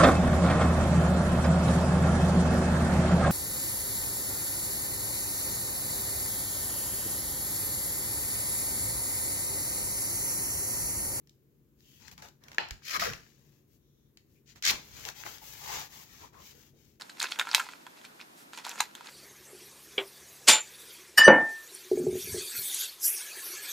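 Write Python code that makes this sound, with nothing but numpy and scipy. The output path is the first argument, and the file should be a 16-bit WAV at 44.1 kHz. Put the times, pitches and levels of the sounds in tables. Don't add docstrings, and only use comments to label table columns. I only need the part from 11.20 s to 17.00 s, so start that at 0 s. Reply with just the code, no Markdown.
import sys
import numpy as np
from scipy import signal
from scipy.fft import rfft, irfft
from scipy.io import wavfile
from scipy.ndimage import map_coordinates

SR = 44100
rng = np.random.default_rng(int(sys.argv[2]) if len(sys.argv) > 2 else 0)


def log_audio(samples):
    frames = np.atleast_2d(samples).T
    limited = np.clip(frames, -1, 1)
    pcm = np.round(limited * 32767).astype(np.int16)
    wavfile.write(sys.argv[1], SR, pcm)


N = 255691


def amp(db):
    return 10 ** (np.asarray(db) / 20)


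def unit(x):
    return x / np.sqrt(np.mean(x ** 2) + 1e-20)


def read(points, hz):
    f, value = np.transpose(points)
    return np.interp(np.log(hz + 1), np.log(f + 1), value)


def colour(x, points):
    size = x.shape[-1]
    gain = amp(read(points, np.fft.rfftfreq(size, 1 / SR)))
    return irfft(rfft(x) * gain, size)


def sides(pan_db):
    left = amp(np.atleast_1d(pan_db))
    return np.array([left, np.ones_like(left)]) * np.sqrt(2 / (1 + left ** 2))


def add(mix, start_s, sound):
    part = mix[:, max(round(start_s * SR), 0):][:, :sound.shape[1]]
    part += sound[:, :part.shape[1]]


def resonate(x, hz, width_hz):
    turn = np.exp(2j * np.pi * np.cumsum(hz) / SR)
    r = np.exp(-np.pi * width_hz / SR)
    return 2 * (turn * signal.lfilter([1 - r], [1, -r], x / turn)).real


# freq_hz, gain_db
ROOM_AIR = [(20, -25), (55, -4), (85, -2.5), (140, 2), (200, -4.5), (300, -4), (430, -5.5), (700, -26),
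            (1300, -25), (5000, -31.5), (15500, -21.5)]
# pitch_hz, level_db
HUM = [(140.0, -71.5), (220.7, -78)]


def background(air_db=-67, hum_db=2.0, waver_db=2, pan_db=3.0):
    shared_db = [(60, -0.5), (140, -4), (350, -2.0), (700, -14.5), (1400, -22.0)]
    apart_db = [(60, 0.5), (140, -10.0), (350, -7), (700, 0), (1400, -3)]
    shared = colour(rng.standard_normal(N), shared_db)
    apart = colour(rng.standard_normal((2, N)), apart_db)
    air = amp(air_db) * unit(colour(shared + apart, ROOM_AIR))
    waver = unit(colour(rng.standard_normal(N), [(6, -0.5), (25, -39), (100, -120)]))
    t = np.arange(N) / SR
    hum = 0
    for pitch_hz, level_db in HUM:
        phase = 2 * np.pi * pitch_hz * t + .5 * waver
        hum = hum + amp(level_db + hum_db + waver_db * waver) * np.sin(phase)
    return (air + hum) * sides(pan_db)


# start_s, level_db (before boost_db), low_db (lows over highs, before -1 dB), pan_db
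TICKS = [(0.0723, -58.0, -10, 1), (0.094, -53, -22, 1), (0.605, -59.5, -10, 5), (0.8807, -42, -4, 5),
         (0.914, -47, -8, 5), (0.9785, -44.5, 0, 3.5), (1.0224, -42.5, -4, 1), (1.0862, -50.5, -8, 3.5),
         (1.2377, -48.5, -15.5, 8.5), (1.283, -45, 0, 2), (1.3166, -43.5, 1, 0), (1.331, -49, -1, -1),
         (1.346, -44.5, -2, 3.5), (1.486, -46, -6.5, 1), (1.508, -32, 2, 2.5), (1.621, -56, 10, 12),
         (1.7975, -30.5, 20, -5), (1.934, -34, 3, 0), (2.033, -55, 9, 7), (2.0646, -56, 10, 13),
         (2.972, -48.5, -7, 3), (3.359, -51, 4.5, -5), (3.4244, -31.5, -9, 5), (3.4513, -21, -17, 3),
         (3.463, -26.5, -3, 0), (3.4735, -24, -2, 6), (3.508, -23, -0.5, 8), (3.8513, -31.5, -5, 5),
         (3.8876, -30.5, -0.5, 4.5), (4.0361, -37.5, 12, -2), (4.0641, -35.5, 15, 2),
         (4.1825, -44.5, -7, 4), (5.143, -57, 22, 4)]
# freq_hz, gain_db
TICK_COLOUR = [(200, -9.5), (900, -5.5), (1800, 6), (3500, -2.5), (6000, -1.5), (9000, -8.5), (15500, -13)]


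def ticks(boost_db=5, decay_s=0.0019, crumple_db=-22):
    out, t = np.zeros((2, N)), np.arange(2048) / SR
    rise, crumple = 1 - np.exp(-t / .0005), np.exp(-t / .008)
    shape = rise * (np.exp(-t / decay_s) + amp(crumple_db) * crumple)
    for start_s, level_db, low_db, pan_db in TICKS:
        crack = colour(rng.standard_normal((2, len(t))), TICK_COLOUR)
        crack = colour(crack, [(2000, low_db - 1), (3500, 0.0006)]) * shape
        crack *= np.linalg.norm(shape) / np.linalg.norm(crack, axis=1, keepdims=True)
        add(out, start_s, amp(level_db + boost_db) * crack * sides(pan_db))
    return out


def friction(size, slips_per_s, spread_db, slip_share, judder_db, judder_hz):
    strength = amp(spread_db * np.minimum(rng.exponential(1, size), 3))
    happens = rng.random(size) < slips_per_s / SR
    slips = unit(strength * happens * rng.choice([-1, 1], (2, size)))
    share = np.clip(slip_share, 0, 1)
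    low_pass = signal.butter(2, judder_hz, fs=SR, output="sos")
    contact = np.tanh(unit(signal.sosfilt(low_pass, rng.standard_normal(size))))
    hiss = rng.standard_normal((2, size))
    return (np.sqrt(share) * slips + np.sqrt(1 - share) * hiss) * amp(judder_db * contact)


def between_pages(x, path_s, bounce, drift, count=3):
    n, out = np.arange(x.shape[1]), x.copy()
    for ear in range(2):
        for order, (distance, phase, rate_hz) in enumerate(rng.random((count, 3))):
            wander = 1 + drift * np.sin(2 * np.pi * (phase + rate_hz * n / SR))
            delay = path_s * SR * (order + 1 + distance) * wander
            echo = map_coordinates(x[ear], [n - delay], order=3)
            out[ear] += bounce * rng.choice([-1, 1]) * echo
    return out


def stroke_speed(size, fastest):
    progress = np.arange(size) / size
    return np.sin(np.pi * np.interp(progress, [0, np.clip(fastest, .05, .95), 1], [0, .5, 1]))


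def crackles(size, per_s, decay_s):
    onsets = rng.random(size) * (rng.random(size) < per_s / SR)
    envelope = signal.lfilter([1], [1, -np.exp(-1 / (decay_s * SR))], onsets)
    return envelope * rng.standard_normal((2, size))


# start_s, length_s, fastest (share of length), hiss_db,
# body_db (hollow tone of the pressed sheet), fizz_db (top over hiss, before boost), pan_db
RUBS = [(0.561, 0.31, 0.62, -67.5, -96, 3, 6), (0.785, 0.12, 0.86, -57.5, -63, -12, 10),
        (0.911, 0.035, 0.18, -59, -59.5, 0, 3), (0.979, 0.046, 0.13, -62, -58, -14, 4),
        (1.017, 0.091, 0.095, -58.5, -53.5, -10, 4), (1.2, .19, 0.68, -71.5, -61.5, -19, -2),
        (1.919, 0.29, 0.42, -67, -81, -4, 7.5), (2.168, 0.31, 0.098, -74, -82, 1, 8),
        (2.459, .13, 0.72, -78.5, -99.5, 7.5, 9), (3.052, 0.17, 0.55, -80, -96, 5, 8),
        (3.256, .085, 0.67, -58.5, -83, -11, 7.5), (3.351, 0.052, 0.26, -61.5, -65, -10, 1),
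        (3.57, 0.21, 0.55, -61, -67, 0, 3.5), (3.699, .24, 0.42, -51.5, -59.5, -3.5, 7),
        (3.841, 0.075, 0.54, -49.5, -47, -2, 5), (3.945, .1, 0.59, -49.5, -58, -2, 9),
        (4.029, 0.18, 0.32, -50.5, -56, 0, 7), (4.048, .04, .4, -52, -46, -13, 5),
        (4.185, 0.34, .33, -53, -61, 3.5, 7), (4.385, .305, 0.49, -45.5, -47.5, -1.5, 5),
        (4.471, 0.17, 0.51, -44, -47, -13, 3), (4.685, .2, 0.39, -55, -60.5, 1.5, 5.5),
        (4.83, .28, 0.46, -59, -65.5, -2, 6), (4.995, 0.099, 0.26, -61.5, -56, -11, 4),
        (5.12, 0.15, 0.22, -73, -58, -8, 6.5), (5.169, .17, 0.72, -56, -68, -1, 5),
        (5.302, 0.23, 0.36, -64.5, -71.5, 1.5, 8), (5.529, 0.27, 0.36, -71.5, -82.5, 1.5, 9.5)]
# freq_hz, gain_db
RUB_HISS = [(400, -26), (1000, -25.5), (1700, -3), (2400, 1), (3300, 0.5), (4500, -0.5), (6300, 2),
            (8000, -4.5), (10000, -24), (15500, -29)]
RUB_BODY = [(150, -22.5), (400, -4.5), (650, -6), (880, 0), (1200, -4), (1700, -9.5), (3000, -21.5)]
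RUB_FIZZ = [(400, -56), (6000, -12), (8500, -6.5), (11000, -2), (15500, 1.5)]


def rubbing(fizz_boost_db=3.0, hiss_growth=0.9, body_growth=0.92, rumble_db=-63, rumble_growth=.22,
            full_press_db=-55, crackle_db=-11):
    out = np.zeros((2, N))
    rumble_colour = [(20, -20), (70, 0), (140, -1), (220, -8), (500, -17.5), (3000, -59.5)]
    for start_s, length_s, fastest, hiss_db, body_db, fizz_db, pan_db in RUBS:
        speed = stroke_speed(round(length_s * SR), fastest)
        size = len(speed)
        drive = friction(size, slips_per_s=620, spread_db=2.0, slip_share=0.2, judder_db=1.5, judder_hz=49.5)
        drive = between_pages(drive, path_s=.0006, bounce=.25, drift=.3)
        bright = amp(hiss_db) * unit(colour(drive, RUB_HISS))
        bright += amp(hiss_db + fizz_db + fizz_boost_db) * unit(colour(drive, RUB_FIZZ))
        crackling = colour(crackles(size, per_s=70, decay_s=.001), TICK_COLOUR)
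        bright += amp(hiss_db + crackle_db) * unit(crackling)
        hollow = amp(body_db) * unit(colour(drive, RUB_BODY))
        rumble = unit(colour(rng.standard_normal(size), rumble_colour))
        rumble *= amp(rumble_db + rumble_growth * (body_db - full_press_db))
        sound = bright * speed ** hiss_growth + hollow * speed ** body_growth + rumble * np.sqrt(speed)
        add(out, start_s, sound * sides(pan_db))
    return out


# start_s, level_db, length_s, pitch_hz
CHATTERS = [(0.605, -70.5, 0.23, 3100), (1.21, -68, 0.082, 1800), (1.741, -33, 0.037, 1180),
            (1.813, -38.5, 0.036, 630), (1.815, -32.5, 0.029, 1245), (1.854, -37, .042, 456),
            (2.559, -85, 0.4, 3550), (2.56, -84.5, 0.37, 5900), (3.152, -76, 0.044, 2460),
            (3.436, -39.5, 0.03, 1720), (3.49, -31, 0.019, 2370), (4.059, -46, 0.016, 804),
            (4.213, -55, .034, 820), (4.423, -49, 0.23, 867), (5.021, -52.5, 0.036, 923),
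            (5.134, -61, 0.1, 1070), (5.295, -66.5, 0.12, 456)]


def chatters(width_share=0.22, pan_db=3, apart=1.0):
    out, warm_up = np.zeros((2, N)), 4096
    for start_s, level_db, length_s, pitch_hz in CHATTERS:
        size = round(length_s * SR)
        slips = np.array([[1], [-.5]]) * rng.standard_normal(warm_up + size)
        slips = slips + apart * rng.standard_normal((2, warm_up + size))
        pitch, width_hz = np.full(slips.shape[1], pitch_hz), width_share * pitch_hz
        tone = resonate(resonate(slips, pitch, width_hz), pitch, width_hz)[:, -size:]
        add(out, start_s, amp(level_db) * unit(tone) * signal.windows.tukey(size, .5) * sides(pan_db))
    return out


# start_s, level_db, length_s, upper_edge_hz
PUFFS = [(0.799, -63, 0.3, 200), (1.385, -52.5, .02, 445.5), (1.422, -55, 0.051, 158),
         (1.507, -45.5, 0.048, 87), (1.755, -51.5, 0.086, 425.3), (1.804, -47, 0.063, 143),
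         (1.874, -44.5, 0.078, 183), (3.473, -48, 0.11, 389), (3.54, -50.5, 0.04, 110),
         (3.688, -56, 0.22, 152), (4.268, -62.5, 0.12, 91), (5.009, -60.5, 0.075, 400),
         (5.526, -62.5, 0.061, 394)]


def puffs(apart=0.87, pan_db=2):
    out, t = np.zeros((2, N)), np.arange(16384) / SR
    for start_s, level_db, length_s, edge_hz in PUFFS:
        air = rng.standard_normal(len(t)) + apart * rng.standard_normal((2, len(t)))
        air = unit(colour(air, [(20, -20), (50, 0), (edge_hz, -3), (2.3 * edge_hz, -24), (8000, -70)]))
        u = np.pi * t / length_s
        add(out, start_s, amp(level_db) * air * u * np.exp(1 - u) * sides(pan_db))
    return out


# pitch_hz, level_db, t60_s
SHEET = [(512, -19, 0.0095), (917, -11.5, 0.012), (1758, -0.5, 0.011), (2443, -4.5, 0.0075),
         (2880, -1, .005), (4225, -13.5, 0.0061)]
# freq_hz, gain_db
SNAP_BURST = [(150, -6.5), (500, -6.5), (1000, -4), (1700, 0.5), (3000, -2), (4200, -5.5), (5600, -13),
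              (7000, -12.5), (9000, -25), (15500, -28)]


def snap(start_s=1.3826, level_db=-7, rise_s=0.00068, pan_db=2, right_late_s=.0005, burst_db=-6.5,
         burst_s=0.0014):
    out, t = np.zeros((2, N)), np.arange(2048) / SR
    age = np.maximum(t - np.array([[0], [right_late_s]]), 0)
    ring = np.zeros_like(age)
    for k, (pitch_hz, mode_db, t60_s) in enumerate(SHEET):
        ring += (-1) ** k * amp(mode_db - 60 * age / t60_s) * np.sin(2 * np.pi * pitch_hz * age)
    burst = unit(colour(rng.standard_normal(age.shape), SNAP_BURST))
    burst = amp(burst_db) * burst * np.exp(-age / burst_s)
    rise = 1 - np.exp(-age / rise_s)
    add(out, start_s, amp(level_db) * (ring + burst) * rise * sides(pan_db))
    return out


# turn (kind), start_s, swell_s, held_s, fade_db_per_s,
# level_db, gap_hz (initial air resonance under the sheet), sag_oct_per_s, gap_db (its share), pan_db
PUSHES = [("slow", 1.613, 0.041, .159, 2600, -33, 1880, 1.64, 0.33, 6),
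          ("slow", 1.792, 0.0017, .066, 210, -34, 1570, .4, -0.69, 3.2),
          ("fast", 3.424, 0.017, .087, 3060, -24, 1860, -5, -12, 2),
          ("fast", 3.508, .002, 0.0073, 293, -36, 1100, 10, 0, 1.5)]
# freq_hz, gain_db
SLOW_HISS = [(150, -20), (500, -9.5), (1000, -20.5), (1700, 2), (2500, 6), (3600, 4), (5500, 7),
             (9000, -7.5), (15500, -12)]
FAST_HISS = [(200, -30), (700, -20), (1100, -10), (1600, -7.5), (3000, -4), (4200, 1.5), (6500, -3.5),
             (9000, -10.5), (15500, -28.5)]


def sweep(turn, spectrum, gap_width_hz, slips_per_s, slip_share, fizz_db, fizz_growth, swell_db,
          opening_db_per_s, brighten_db_per_s, bass_db_per_s):
    out = np.zeros((2, N))
    pushes = [row for kind, *row in PUSHES if kind == turn]
    for start_s, swell_s, held_s, fade_db_per_s, level_db, first_hz, sag, gap_db, pan_db in pushes:
        t = np.arange(0, held_s + 45 / fade_db_per_s, 1 / SR)
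        effort_db = -swell_db * np.exp(-t / swell_s) - fade_db_per_s * np.maximum(t - held_s, 0)
        gap_hz = first_hz * 2 ** (-sag * t)
        to_go_s = np.maximum(held_s - t, 0)
        drive = friction(len(t), slips_per_s, spread_db=2.5, slip_share=slip_share, judder_db=2.5, judder_hz=200)
        drive = between_pages(drive, path_s=.0009, bounce=.33, drift=.15)
        pocket = resonate(resonate(drive, gap_hz, gap_width_hz), gap_hz, gap_width_hz)
        sound = unit(colour(drive, spectrum))
        sound += amp(gap_db - opening_db_per_s * to_go_s) * unit(pocket)
        bass = colour(sound, [(900, 0), (1300, -7), (1800, -22), (4000, -60)])
        sound += (amp(-bass_db_per_s * to_go_s) - 1) * bass
        top_db = fizz_db + fizz_growth * effort_db - brighten_db_per_s * to_go_s
        sound += amp(top_db) * unit(colour(drive, RUB_FIZZ))
        add(out, start_s, sound * amp(level_db + effort_db) * sides(pan_db))
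    return out


def room(x, wet_db, mid_t60_s, low_t60_s=0.34, high_t60_s=.3, first_s=0.0053):
    hz, t, z = signal.stft(rng.standard_normal((2, SR // 2)), SR, nperseg=256)
    t60_s = read([(250, low_t60_s), (3000, mid_t60_s), (12000, high_t60_s)], hz)[:, None]
    tail = signal.istft(z * amp(-60 * t / t60_s), SR, nperseg=256)[1]
    tail = tail * (np.arange(tail.shape[1]) > first_s * SR)
    return amp(wet_db) * signal.fftconvolve(x, tail / np.linalg.norm(tail[0]), axes=1)[:, :N]


# freq_hz, gain_db
SNAP_OUTWARD = [(300, 1.5), (950, 3.5), (1300, -1), (1750, -8), (2600, -1), (4000, 5), (6000, -1),
                (12000, 0)]


def scene():
    creases, pop = ticks(), snap()
    sliding = rubbing() + chatters()
    sliding += sweep("slow", SLOW_HISS, gap_width_hz=1420, slips_per_s=1300, slip_share=0.48,
                     fizz_db=-11.0, fizz_growth=.1, swell_db=42, opening_db_per_s=133,
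                     brighten_db_per_s=-23, bass_db_per_s=50)
    sliding += sweep("fast", FAST_HISS, gap_width_hz=1200, slips_per_s=3500, slip_share=0.55,
                     fizz_db=-5, fizz_growth=0.95, swell_db=27.5, opening_db_per_s=10.5,
                     brighten_db_per_s=220.5, bass_db_per_s=131)
    echo = room(creases, wet_db=-7.5, mid_t60_s=0.27)
    echo += room(sliding, wet_db=-11, mid_t60_s=0.31)
    echo += room(colour(pop, SNAP_OUTWARD), wet_db=-4.0, mid_t60_s=0.35, high_t60_s=0.33)
    return background() + creases + sliding + puffs() + pop + echo


# freq_hz, gain_db
MICROPHONE = [(7100, 0.5), (8300, -8), (10300, -7), (11800, -1), (15500, -2.5)]


def record(dry, edge_hz=16000):
    band_limit = signal.firwin(511, edge_hz, window=("kaiser", 9), fs=SR)
    return signal.oaconvolve(colour(dry, MICROPHONE), band_limit[None], "same")


dry = scene()
out = record(dry)
log_audio(out)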